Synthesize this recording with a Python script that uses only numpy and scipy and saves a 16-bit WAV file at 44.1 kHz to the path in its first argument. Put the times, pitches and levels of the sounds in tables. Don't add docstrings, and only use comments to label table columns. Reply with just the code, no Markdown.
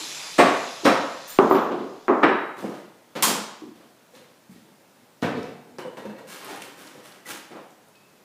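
import sys
import numpy as np
from scipy import signal
from scipy.fft import rfft, irfft, next_fast_len
from scipy.io import wavfile
from scipy.ndimage import uniform_filter1d, minimum_filter1d

SR = 44100
rng = np.random.default_rng(int(sys.argv[2]) if len(sys.argv) > 2 else 0)


def field_ratio(decibels):
    return 10 ** (np.asarray(decibels, dtype=float) / 20)


def generate_wav(sig):
    pcm = np.round(np.clip(np.atleast_2d(sig).T, -1, 1) * 32767).astype(np.int16)
    wavfile.write(sys.argv[1], SR, pcm)


N = 363384
SIZE = 45000

# centre_hz, width_hz, level_db
PLANK_MODES = [(265, 93, -3), (373, 160, -0.5), (775, 270, -11.5), (1173, 360, -5)]


def unit(x):
    return x / np.sqrt(np.mean(x ** 2) + 1e-20)


def along(points, hz):
    f, v = np.transpose(points)
    return np.interp(np.log(hz + 1), np.log(f + 1), v)


def coloured(x, gain):
    m = next_fast_len(N + 8192)
    return irfft(rfft(x, m) * gain(np.fft.rfftfreq(m, 1 / SR)), m)[:N]


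def humps(modes, hz):
    return np.sqrt(1 + sum(field_ratio(db) ** 2 / (1 + (2 * (hz - c) / w) ** 2) for c, w, db in modes))


def causal(gain):
    cepstrum = irfft(np.log(gain + 1e-6))
    cepstrum[1:SIZE // 2] *= 2
    cepstrum[SIZE // 2 + 1:] = 0
    return np.exp(rfft(cepstrum))


def patchy(x, depth_db):
    z = signal.stft(x, nperseg=512)[2]
    field = uniform_filter1d(rng.standard_normal(z.shape), size=6, axis=0)
    field = uniform_filter1d(field, size=14, axis=1)
    return signal.istft(z * field_ratio(depth_db * unit(field)), nperseg=512)[1][:N]


def tail(seconds=1):
    # pitch_hz, t60_s
    room_decay = [(100, 0.76), (260, 0.43), (700, 0.79), (1840, 0.75), (4850, 0.65), (12800, 0.35)]
    hz, t, z = signal.stft(rng.standard_normal(round(seconds * SR)), SR, nperseg=256)
    fade_db = -60 * t / along(room_decay, hz)[:, None]
    x = signal.istft(z * field_ratio(fade_db), SR, nperseg=256)[1]
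    return x / np.linalg.norm(x)


def add(out, s, x):
    part = out[round(s * SR):][:len(x)]
    part += x[:len(part)]


def knocks(rows, modes, note, ring_db, direct_db, wet_db, bass_db, knee_db, early_db, dull_db,
           sharp_ms, soft_ms_per_db):
    out, hz, t = np.zeros(N), np.fft.rfftfreq(SIZE, 1 / SR), np.arange(SIZE) / SR
    wood = humps([(c, w, max(db, -8) + ring_db) for c, w, db in modes], hz)
    note_hz, note_db, note_t60 = note
    hum = field_ratio(note_db - 60 * t / note_t60) * np.sin(2 * np.pi * note_hz * t)
    hum *= 1 - np.exp(-t / 0.0013)
    hardest_db = max(row[1] for row in rows)
    for s, db, mid_db, bright_db in rows:
        sizzle_db = bright_db - dull_db
        slope = [(30, bass_db - 34.0), (100, bass_db), (190, 0.4 * bass_db + 2.0), (280, -1.0),
                 (450, -0.83), (1100, mid_db + 4.0), (2000, (mid_db + bright_db) / 2 + knee_db),
                 (3500, bright_db - 2.5), (9000, sizzle_db - 2.5), (15000, sizzle_db - 7)]
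        swell_ms = abs(sharp_ms + soft_ms_per_db * (hardest_db - db))
        answer = field_ratio(wet_db + early_db * np.exp(-t / 0.013)) * np.resize(tail(), SIZE) * (t < 1)
        answer *= 1 - np.exp(-t / (swell_ms / 1000 + 1e-4))
        sight = field_ratio(-2.5 * swell_ms)
        contact = np.abs(rng.standard_normal(64)) ** 3 * np.exp(-t[:64] / .0003)
        answer[:64] += field_ratio(direct_db) * sight * contact / np.linalg.norm(contact)
        blow = irfft(rfft(answer) * causal(wood * field_ratio(along(slope, hz))), SIZE)
        add(out, s + .0016, field_ratio(db) * (blow + sight * hum))
    return out


def hammer():
    # start_s, peak_db, mid_db, bright_db
    blows = [
        (0.381, -16.5, 3, 1),
        (0.387, -1.5, -3.5, -10),
    ]
    # centre_hz, width_hz, level_db
    stud = [(268, 68, 6), (373, 24, 1), (483, 80, -1), (530, 82, -0.5), (622, 15, 1), (695, 35, 3),
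            (870, 46, -8), (1116, 43, -2), (1300, 20, -10.5), (1820, 37, -5.5), (1980, 24, -12),
            (2400, 30, -1), (3840, 65, -6), (5450, 72, -24), (8360, 690, 3)]
    return knocks(blows, stud, (280, 0, .15), ring_db=8.0, direct_db=34.0, wet_db=29.5, bass_db=-18.5,
                  knee_db=2.5, early_db=13.0, dull_db=19, sharp_ms=7.9, soft_ms_per_db=0.05)


def glancing_hammer():
    # start_s, peak_db, mid_db, bright_db
    blows = [
        (0.8435, -22.5, -6.5, 1),
        (0.8495, -3.5, -0.5, -10.5),
    ]
    # centre_hz, width_hz, level_db
    post = [(285, 130, 4), (532, 45, 4), (700, 26, -2.5), (947, 40, -6), (1284, 29, -4.5), (1880, 57, -3),
            (2400, 31, -2.5), (3880, 40, 0), (4010, 51, -4), (5420, 270, 0), (8580, 300, 0)]
    return knocks(blows, post, (285, 8, .12), ring_db=7.0, direct_db=9, wet_db=30.0, bass_db=-17.5,
                  knee_db=0.0, early_db=9.5, dull_db=15, sharp_ms=8.9, soft_ms_per_db=-0.2)


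def boards():
    # start_s, peak_db, mid_db, bright_db
    landings = [(1.387, -4.5, -2.5, -22.5), (1.399, -8.5, -11.5, -42.5), (1.422, -6.5, -16, -37),
                (1.5095, -6, -3.5, -23), (1.546, -7, -11, -17), (1.564, -11.5, -3.5, -17.5),
                (1.709, -10.5, -15, -19), (1.786, -14, -24, -21.5)]
    return knocks(landings, PLANK_MODES, (388, 5, .14), ring_db=11.0, direct_db=28.5, wet_db=26.5,
                  bass_db=-19.0, knee_db=-1.5, early_db=7.5, dull_db=26.5, sharp_ms=2.5, soft_ms_per_db=1.0)


def toppling_plank():
    # start_s, peak_db, mid_db, bright_db
    hits = [(2.0805, -15.5, 0, -19.5), (2.094, -10, -5.5, -38.5), (2.106, -8.5, -9.5, -37.5)]
    return knocks(hits, PLANK_MODES, (388, 4, .12), ring_db=13.0, direct_db=23.0, wet_db=27, bass_db=-31.0,
                  knee_db=6.5, early_db=4, dull_db=25.0, sharp_ms=2.3, soft_ms_per_db=0.0)


def slapped_panel():
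    # start_s, peak_db, mid_db, bright_db
    slaps = [(2.229, -21, 6.5, -6.5), (2.231, -5, -4, -17.5), (2.242, -3.5, -10.5, -26.5),
             (2.259, -11.5, -9, -28.5)]
    # centre_hz, width_hz, level_db
    sheet = [(312, 130, -7.5), (923, 48.5, -12), (1250, 200, -10), (1705, 35, -6.5), (2360, 17, -15),
             (2780, 18, -20), (3040, 19, -19), (3830, 38, -26)]
    return knocks(slaps, sheet, (312, -6, .1), ring_db=9.5, direct_db=24, wet_db=30.5, bass_db=-24.5,
                  knee_db=7.5, early_db=8.5, dull_db=33.5, sharp_ms=2.9, soft_ms_per_db=-1.5)


def cracking_lath():
    # start_s, peak_db, mid_db, bright_db
    cracks = [(3.223, -22, -1, 7.5), (3.228, -21.5, 4.5, -1), (3.27, -10.5, -19.5, -15)]
    # centre_hz, width_hz, level_db
    lath = [(210, 30, 3), (1004, 260, -5.5), (3200, 160, -9), (5200, 60, -14.5), (6780, 56, -2.5),
            (7470, 44, -2.5), (7600, 45, -1.5), (8790, 60, -6), (9600, 90, -7.5), (11200, 60, -8),
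            (13420, 200, -10.5)]
    return knocks(cracks, lath, (900, -12, .1), ring_db=8.5, direct_db=34, wet_db=33.5, bass_db=-20.0,
                  knee_db=-1.5, early_db=3.0, dull_db=-0.5, sharp_ms=6.5, soft_ms_per_db=-0.15)


def splinters():
    out, t = np.zeros(N), np.arange(600) / SR
    highpass = signal.butter(2, 2300, "high", fs=SR, output="sos")
    split_s, split_db, gap_s, loss_db, t60_s = 3.2243, -3.5, .0048, 3, .016
    for k in range(4):
        spikes = signal.sosfilt(highpass, rng.standard_normal(len(t)) ** 3)
        level = field_ratio(split_db - loss_db * k - 60 * t / t60_s)
        add(out, split_s + gap_s * k ** 1.3, level * unit(spikes) / 2)
    return out


def dropped_load():
    # start_s, peak_db, mid_db, bright_db
    bounces = [(5.2205, -20.5, -2, -9), (5.2245, -14, -11.5, -15), (5.245, -15, -13.5, -27),
               (5.261, -18, -15, -30), (5.277, -19.5, -11, -32), (5.297, -21, -14, -37),
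               (5.367, -16.5, -32, -22), (5.429, -22, -22, -18.5), (5.648, -32, -21, -40)]
    # centre_hz, width_hz, level_db
    joists = [(249, 74, -8), (478, 79, -8.5), (720, 20, -7), (1307, 14, -11), (1530, 44, -12),
              (1780, 57, -14), (1990, 29, -14), (2300, 64, -14), (2600, 89, -16), (3750, 63, -21)]
    return knocks(bounces, joists, (250, -3, .1), ring_db=13.5, direct_db=27.5, wet_db=31.5, bass_db=-3,
                  knee_db=0.5, early_db=6.0, dull_db=16, sharp_ms=2.8, soft_ms_per_db=1.5)


def crate():
    # start_s, peak_db, mid_db, bright_db
    handling = [(4.149, -38, -16.5, -5.5), (5.784, -29.5, -4.5, -11.5), (5.849, -29, -15, -32),
                (5.97, -31.5, -5.5, -12.5), (5.983, -29.5, -16, -31), (6.052, -28.5, -15.5, -22),
                (6.089, -31.5, -10, -21), (6.179, -30.5, -14, -19), (6.499, -36, -6, -7),
                (6.945, -32.5, -26, -29)]
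    # centre_hz, width_hz, level_db
    box = [(210, 200, -12.5), (506, 79, -1), (960, 96, -4), (1620, 120, -10), (2240, 37, -13),
           (2850, 55, -8), (3580, 45, -5), (4100, 98, -6.5)]
    return knocks(handling, box, (504, 0, .12), ring_db=11, direct_db=31.5, wet_db=31.5, bass_db=-9.5,
                  knee_db=2.0, early_db=10.5, dull_db=7.5, sharp_ms=3.3, soft_ms_per_db=1.7)


def footsteps():
    # start_s, peak_db, mid_db, bright_db
    steps = [(2.626, -24.5, -5, -26), (2.641, -22.5, -13, -30), (3.152, -24, 2, 1.5), (3.749, -49, -6, 4),
             (3.799, -46.5, 2, -1), (4.549, -47, -15, 1.5), (4.639, -51, -5, -11), (7.506, -34.5, 0, -4.5),
             (7.549, -34, 2.5, -7.5), (7.619, -55, -26, -19)]
    # centre_hz, width_hz, level_db
    deck = [(147, 22, 4), (210, 32, 6), (323, 67, 2.5), (500, 163, -3), (730, 56, -28.5)]
    return knocks(steps, deck, (250, 0, .1), ring_db=16.0, direct_db=28, wet_db=26.5, bass_db=-18.0,
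                  knee_db=1.0, early_db=6, dull_db=13.5, sharp_ms=7.5, soft_ms_per_db=0.0)


def bumps():
    # start_s,
    # peak_db, pitch_hz, t60_s
    singles = [(0.01, -40, 312, 0.17), (5.72, -45, 242, 0.24), (5.787, -28.5, 354, 0.067),
               (5.87, -40, 500, 0.19), (6.049, -33, 210, 0.18), (6.12, -49, 528, 0.27),
               (6.20, -44, 510, 0.14), (6.25, -40, 517, 0.087), (0.833, -27, 350, .05),
               (0.851, -9, 285, 0.078), (0.854, -9.5, 520, 0.052), (4.134, -48, 500, .1),
               (4.2, -52, 510, .1), (2.262, -12, 375, .09), (2.242, -8.5, 304, 0.037),
               (6.072, -36, 330, 0.032), (6.092, -33, 323, .04), (6.425, -39, 1073, .08),
               (6.486, -35, 887, .05), (6.516, -43, 350, .1), (6.525, -38, 798, 0.089),
               (6.583, -42, 440, .08)]
    # start_s, peak_db, first_hz, last_hz, gap_s
    rocking = [(3.619, -26.5, 335, 243, 0.016), (4.493, -33.5, 199, 244, .022)]
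    out, t = np.zeros(N), np.arange(SR // 5) / SR
    loss_db, rock_t60_s = 1.5, 0.032
    rocks = [(s + k * gap, db - k * loss_db, first + (last - first) * k / 4, rock_t60_s)
             for s, db, first, last, gap in rocking for k in range(5)]
    for s, db, hz, t60 in singles + rocks:
        note = field_ratio(-60 * t / t60) * np.sin(2 * np.pi * hz * t) * (1 - np.exp(-t / 0.0015)) ** 2
        wet = field_ratio(-0.5) * signal.fftconvolve(note, tail(.7))
        add(wet, 0, note)
        add(out, s, field_ratio(db + 2) * wet)
    return out


def clicks():
    # start_s, peak_db, pitch_hz, t60_s
    contacts = [(0.382, -27, 8200, .04), (1.3874, -12, 2500, 0.012), (3.2265, -8.5, 3300, 0.011),
                (4.152, -43, 4000, .02), (5.36, -42, 3700, .015), (7.953, -53.5, 3500, .04),
                (1.399, -37, 4200, .012), (1.5118, -7, 900, 0.025), (1.55, -36, 4200, .01),
                (1.565, -33.5, 4200, .01), (2.2291, -12, 1620, 0.032), (2.237, -38, 3800, .012),
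                (2.241, -27, 4200, .012), (5.784, -37, 5500, .02), (5.9705, -36, 1800, .02),
                (0.845, -28, 5000, .03), (2.0815, -22, 1800, .015), (6.505, -38, 2800, .03),
                (6.875, -43, 4500, .03), (7.12, -44, 4500, .04), (1.399, -8, 400, 0.032),
                (2.6, -39, 1500, .015)]
    out, t = np.zeros(N), np.arange(1500) / SR
    for s, db, hz, t60 in contacts:
        band = signal.butter(2, [hz * .7, hz * 1.13], "band", fs=SR, output="sos")
        burst = unit(signal.sosfilt(band, rng.standard_normal(len(t))))
        add(out, s, field_ratio(db - 4.5 - 60 * t / t60) * burst)
    return out


def steel(rows, modes, gain_db, wet_db, hiss_db, tremble=.25):
    out, t = np.zeros(N), np.arange(SR // 2) / SR
    hz, level_db, t60 = np.transpose(modes)[:, :, None]
    for s, db in rows:
        strength, tune = rng.standard_normal((2, len(modes), 1))
        shake = np.cumsum(rng.standard_normal((len(modes), len(t) // 50)), axis=1).repeat(50, axis=1)
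        phase = 2 * np.pi * hz * (1 + .0016 * tune) * t + tremble * shake
        ring = (field_ratio(level_db + 2.5 * strength - 60 * t / t60) * np.sin(phase)).sum(axis=0)
        hiss = field_ratio(hiss_db - 60 * t / 0.034) * np.diff(rng.standard_normal(len(t) + 1))
        ring = (ring + hiss) * (1 - np.exp(-t / 0.0018))
        wet = field_ratio(wet_db) * signal.fftconvolve(ring, tail(0.54))
        add(wet, 0, ring)
        add(out, s, field_ratio(db + gain_db) * wet)
    return out


def jingling_parts():
    # start_s, peak_db
    jumps = [(1.2764, -27), (1.293, -24), (1.3194, -41.5)]
    # pitch_hz, level_db, t60_s
    loose = [(6570, -10.5, 0.0575), (7180, -5, .1), (8680, -6.5, 0.084), (9065, -12.5, .08),
             (9650, -18.5, .12), (10830, -18.5, .06), (12150, -15, .08), (12550, -8.5, .08),
             (13800, -17, .08), (14200, -8.5, .08), (14560, 0, .08), (14650, -5, .08), (14800, -6, 0.0974),
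             (15000, -8.5, .05)]
    # start_s, peak_db
    landings = [(1.4194, -40.5), (1.4964, -29), (1.5179, -27.5), (1.5494, -46)]
    # pitch_hz, level_db, t60_s
    settled = [(6840, -27, .08), (7160, -11, .1), (8940, -14, .08), (9780, -17, .08), (11080, -12, .08),
               (11900, -14, .1), (13490, -13, 0.047), (13830, -6.5, .12), (14100, -4, .12),
               (14240, -3, .12)]
    jingle = steel(jumps, loose, gain_db=-17.5, wet_db=8.0, hiss_db=0)
    return jingle + steel(landings, settled, gain_db=-11.0, wet_db=2.5, hiss_db=-14)


def hammer_head():
    # start_s, peak_db
    clank = [(2.2325, -20)]
    # pitch_hz, level_db, t60_s
    head = [(2632, 0, .15), (3090, 0, .06), (3510, -8, .2), (3842, 2, .9), (4100, -10, .3), (4931, -14, .2),
            (5394, -4.5, .5), (6300, -12, .3), (7817, -10.5, .17), (8900, -22, .08)]
    return steel(clank, head, gain_db=-26, wet_db=-2, hiss_db=-14, tremble=.06)


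def toolbox():
    # start_s, peak_db
    jolts = [(5.785, -50), (5.83, -55)]
    # pitch_hz, level_db, t60_s
    iron = [(1870, -3, 0.091), (2210, -4, .1), (2950, 3, .2), (3060, -1.5, 0.17), (4940, -10, .1),
            (5470, -2, .12), (5870, -9, .08), (8060, 0, 0.11), (8190, -5, .08)]
    # start_s, peak_db
    shifts = [(5.972, -55), (6.0, -61), (6.052, -55), (6.10, -56), (6.16, -58)]
    # pitch_hz, level_db, t60_s
    wire = [(1655, 1, .12), (1900, 5, .12), (2240, -3, .12), (2660, -2, .18), (3000, -8, .1),
            (3620, -5, 0.16), (4180, -8, .12), (4480, -10, .1), (6120, -13, .08)]
    jolting = steel(jolts, iron, gain_db=-3, wet_db=0, hiss_db=-20)
    return jolting + steel(shifts, wire, gain_db=-3, wet_db=4, hiss_db=-20)


def pings():
    # start_s, peak_db, pitch_hz, t60_s
    hits = [(7.257, -43.5, 1980, 0.057), (7.95, -62, 2560, 0.13), (8.03, -61.5, 2600, .1),
            (8.055, -61, 2680, 0.093), (8.17, -70, 2500, .08), (4.565, -62, 1900, .08)]
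    out = np.zeros(N)
    for s, db, hz, t60 in hits:
        out += steel([(s, db)], [(hz, 0, t60)], gain_db=5.5, wet_db=-4, hiss_db=-30, tremble=.08)
    return out


def scrape():
    # start_s, length_s, level_db, sizzle_db, rumble_db
    strokes = [(1.268, .09, -47, 4.5, -25), (4.499, .04, -59.5, 6, -18), (2.561, 0.23, -50.5, -4, 7),
               (4.127, 0.036, -55, 1, -3), (6.266, 0.28, -47, 0, -5.5), (6.417, 0.037, -51.5, -16, 7),
               (6.475, 0.12, -49.5, -2.5, 4), (6.597, 0.15, -56.5, 5.5, 2), (6.764, 0.25, -53.5, -0.5, 0),
               (7.027, 0.15, -54.5, 1.5, -0.5), (7.25, 0.045, -44, 4, -3), (7.282, 0.048, -40, 5.5, -4)]
    # pitch_hz, level_db per Hz
    grit = [(88, -20), (150, -5.5), (285, -2.5), (352, 2), (396, -3), (844, -6.5), (930, -6),
            (10900, -24.5), (15500, -29)]
    t = np.arange(N) / SR
    grains = rng.standard_normal(N) * field_ratio(2.0 * np.minimum(rng.exponential(size=N), 4))
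    grains *= rng.random(N) < .15

    def above(hz, edge_hz):
        return 1 / np.sqrt(1 + (edge_hz / (hz + 1)) ** 6)

    def below(hz, edge_hz):
        return 1 / np.sqrt(1 + (hz / edge_hz) ** 6)

    heavy = unit(coloured(grains, lambda hz: field_ratio(along(grit, hz)) * below(hz, 928)))
    dull = unit(coloured(grains, lambda hz: field_ratio(along(grit, hz)) * above(hz, 1280) * below(hz, 5300)))
    sharp = unit(coloured(grains, lambda hz: field_ratio(along(grit, hz)) * above(hz, 7600)))
    grip_s, sag_db, dulls_db, lift_db_per_s = 0.027, 5, 9, 161
    direct = np.zeros(N)
    for s, length, db, sizzle_db, rumble_db in strokes:
        done = np.clip((t - s) / length, 0, 1)
        lift_db = lift_db_per_s * np.maximum(t - s - length, 0)
        level = np.clip((t - s) / grip_s, 0, 1) * field_ratio(db - sag_db * done - lift_db)
        direct += level * (dull + field_ratio(sizzle_db - dulls_db * done) * sharp + field_ratio(rumble_db) * heavy)
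    return direct + field_ratio(-3) * signal.fftconvolve(direct, tail())[:N]


def snaps():
    # start_s, peak_db, pitch_hz
    ticks = [(0.858, -24, 4730), (1.389, -20, 2400), (5.221, -24, 2700), (5.365, -40, 3200),
             (5.429, -34, 4350), (6.446, -32, 9000), (6.56, -38, 9000), (6.619, -33, 6940),
             (6.62, -21.5, 2300), (5.971, -32, 2500), (6.81, -48, 11000), (6.87, -35, 5900),
             (7.705, -46, 6000), (7.885, -49, 8500), (7.956, -43.5, 3580)]
    out = np.zeros(N)
    for s, db, hz in ticks:
        b, a = signal.butter(1, [hz * 1.0, min(hz * 1.37, 15e3)], "band", fs=SR)
        wet = field_ratio(19) * tail(.7)
        wet[:300] += 0.78 * rng.standard_normal(300) * np.linspace(1, 0, 300)
        add(out, s, field_ratio(db) * signal.lfilter(b, a, wet))
    return out


def tool():
    # pitch_hz, level_db per Hz
    air_spectrum = [(59, -52), (100, -22.5), (146, -4), (192, -17.5), (313, -9), (340, -8), (564, -6.5),
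                    (1180, -4), (1550, -5), (2370, -5), (2990, -3.5), (6390, -4), (9150, -17), (10800, -20),
                    (15500, -29)]
    # centre_hz, width_hz, level_db
    housing = [(2500, 280, -1.5), (3525, 200, 1), (4030, 230, 1.5), (4980, 92, 4), (6300, 170, -1.5),
               (7200, 540, 0), (10600, 500, 6), (11230, 313, 4)]
    t = np.arange(N) / SR
    shaft_hz = 193 * np.exp(-t / 6)
    turns = np.cumsum(shaft_hz) / SR
    air = patchy(rng.standard_normal(N), depth_db=1.56) * (1 + 0.1 * np.sin(2 * np.pi * turns))
    case = [(c, w, db + 1.5) for c, w, db in housing]
    noise = unit(coloured(air, lambda hz: field_ratio(along(air_spectrum, hz)) * humps(case, hz)))
    whine = coloured(noise, lambda hz: 1 / (1 + (7800 / (hz + 1)) ** 12))
    noise = noise - whine * (1 - field_ratio(3 - 4.5 * t))
    start_db, coast_db_per_s, brake_s, brake_db_per_s = -37.5, 8.5, 1.58, 63
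    drag_db, halt_s = -61, 2.3
    level_db = start_db - coast_db_per_s * t - brake_db_per_s * np.maximum(t - brake_s, 0)
    return field_ratio(np.maximum(level_db, drag_db) + 3) * (t < halt_s) * noise


def floor():
    # pitch_hz, level_db per Hz
    background = [(41, -58), (70, -13.5), (207, -0.5), (381, -4), (641, -5.5), (701, -7.5), (840, -7),
                  (1230, -10.5), (2380, -15.5), (2600, -15.5), (2850, -16.5), (15500, -24.5)]
    noise = patchy(rng.standard_normal(N), depth_db=.8)
    return field_ratio(-56.5) * unit(coloured(noise, lambda hz: field_ratio(along(background, hz))))


def scene():
    wood = hammer() + glancing_hammer() + boards() + toppling_plank() + slapped_panel()
    wood += cracking_lath() + splinters() + dropped_load() + crate() + footsteps()
    contacts = bumps() + clicks()
    metal = jingling_parts() + hammer_head() + toolbox() + pings()
    grit = scrape() + snaps()
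    return (wood + contacts + metal + grit + tool() + floor())[None]


def top_cut(x):
    return signal.sosfilt(signal.butter(12, 16560, fs=SR, output="sos"), x)


def record(dry):
    x = signal.sosfilt(signal.butter(3, 100, "high", fs=SR, output="sos"), dry[0])
    loud = np.sqrt(np.abs(uniform_filter1d(x ** 2, size=256)))
    duck = np.minimum(1, (field_ratio(-10.5) / (loud + 1e-9)) ** 0.3)
    x = x * uniform_filter1d(minimum_filter1d(duck, size=1500, origin=600), size=400)
    x = x + .03 * x ** 2
    x = x / (1 + np.abs(x) ** 6) ** (1 / 6)
    top_hz = 15500
    x = coloured(x, lambda hz: (hz > 12) / (1 + np.exp(np.clip((hz - top_hz) / 70, -50, 50))))
    return top_cut(x)


dry = scene()
out = record(dry)
generate_wav(out)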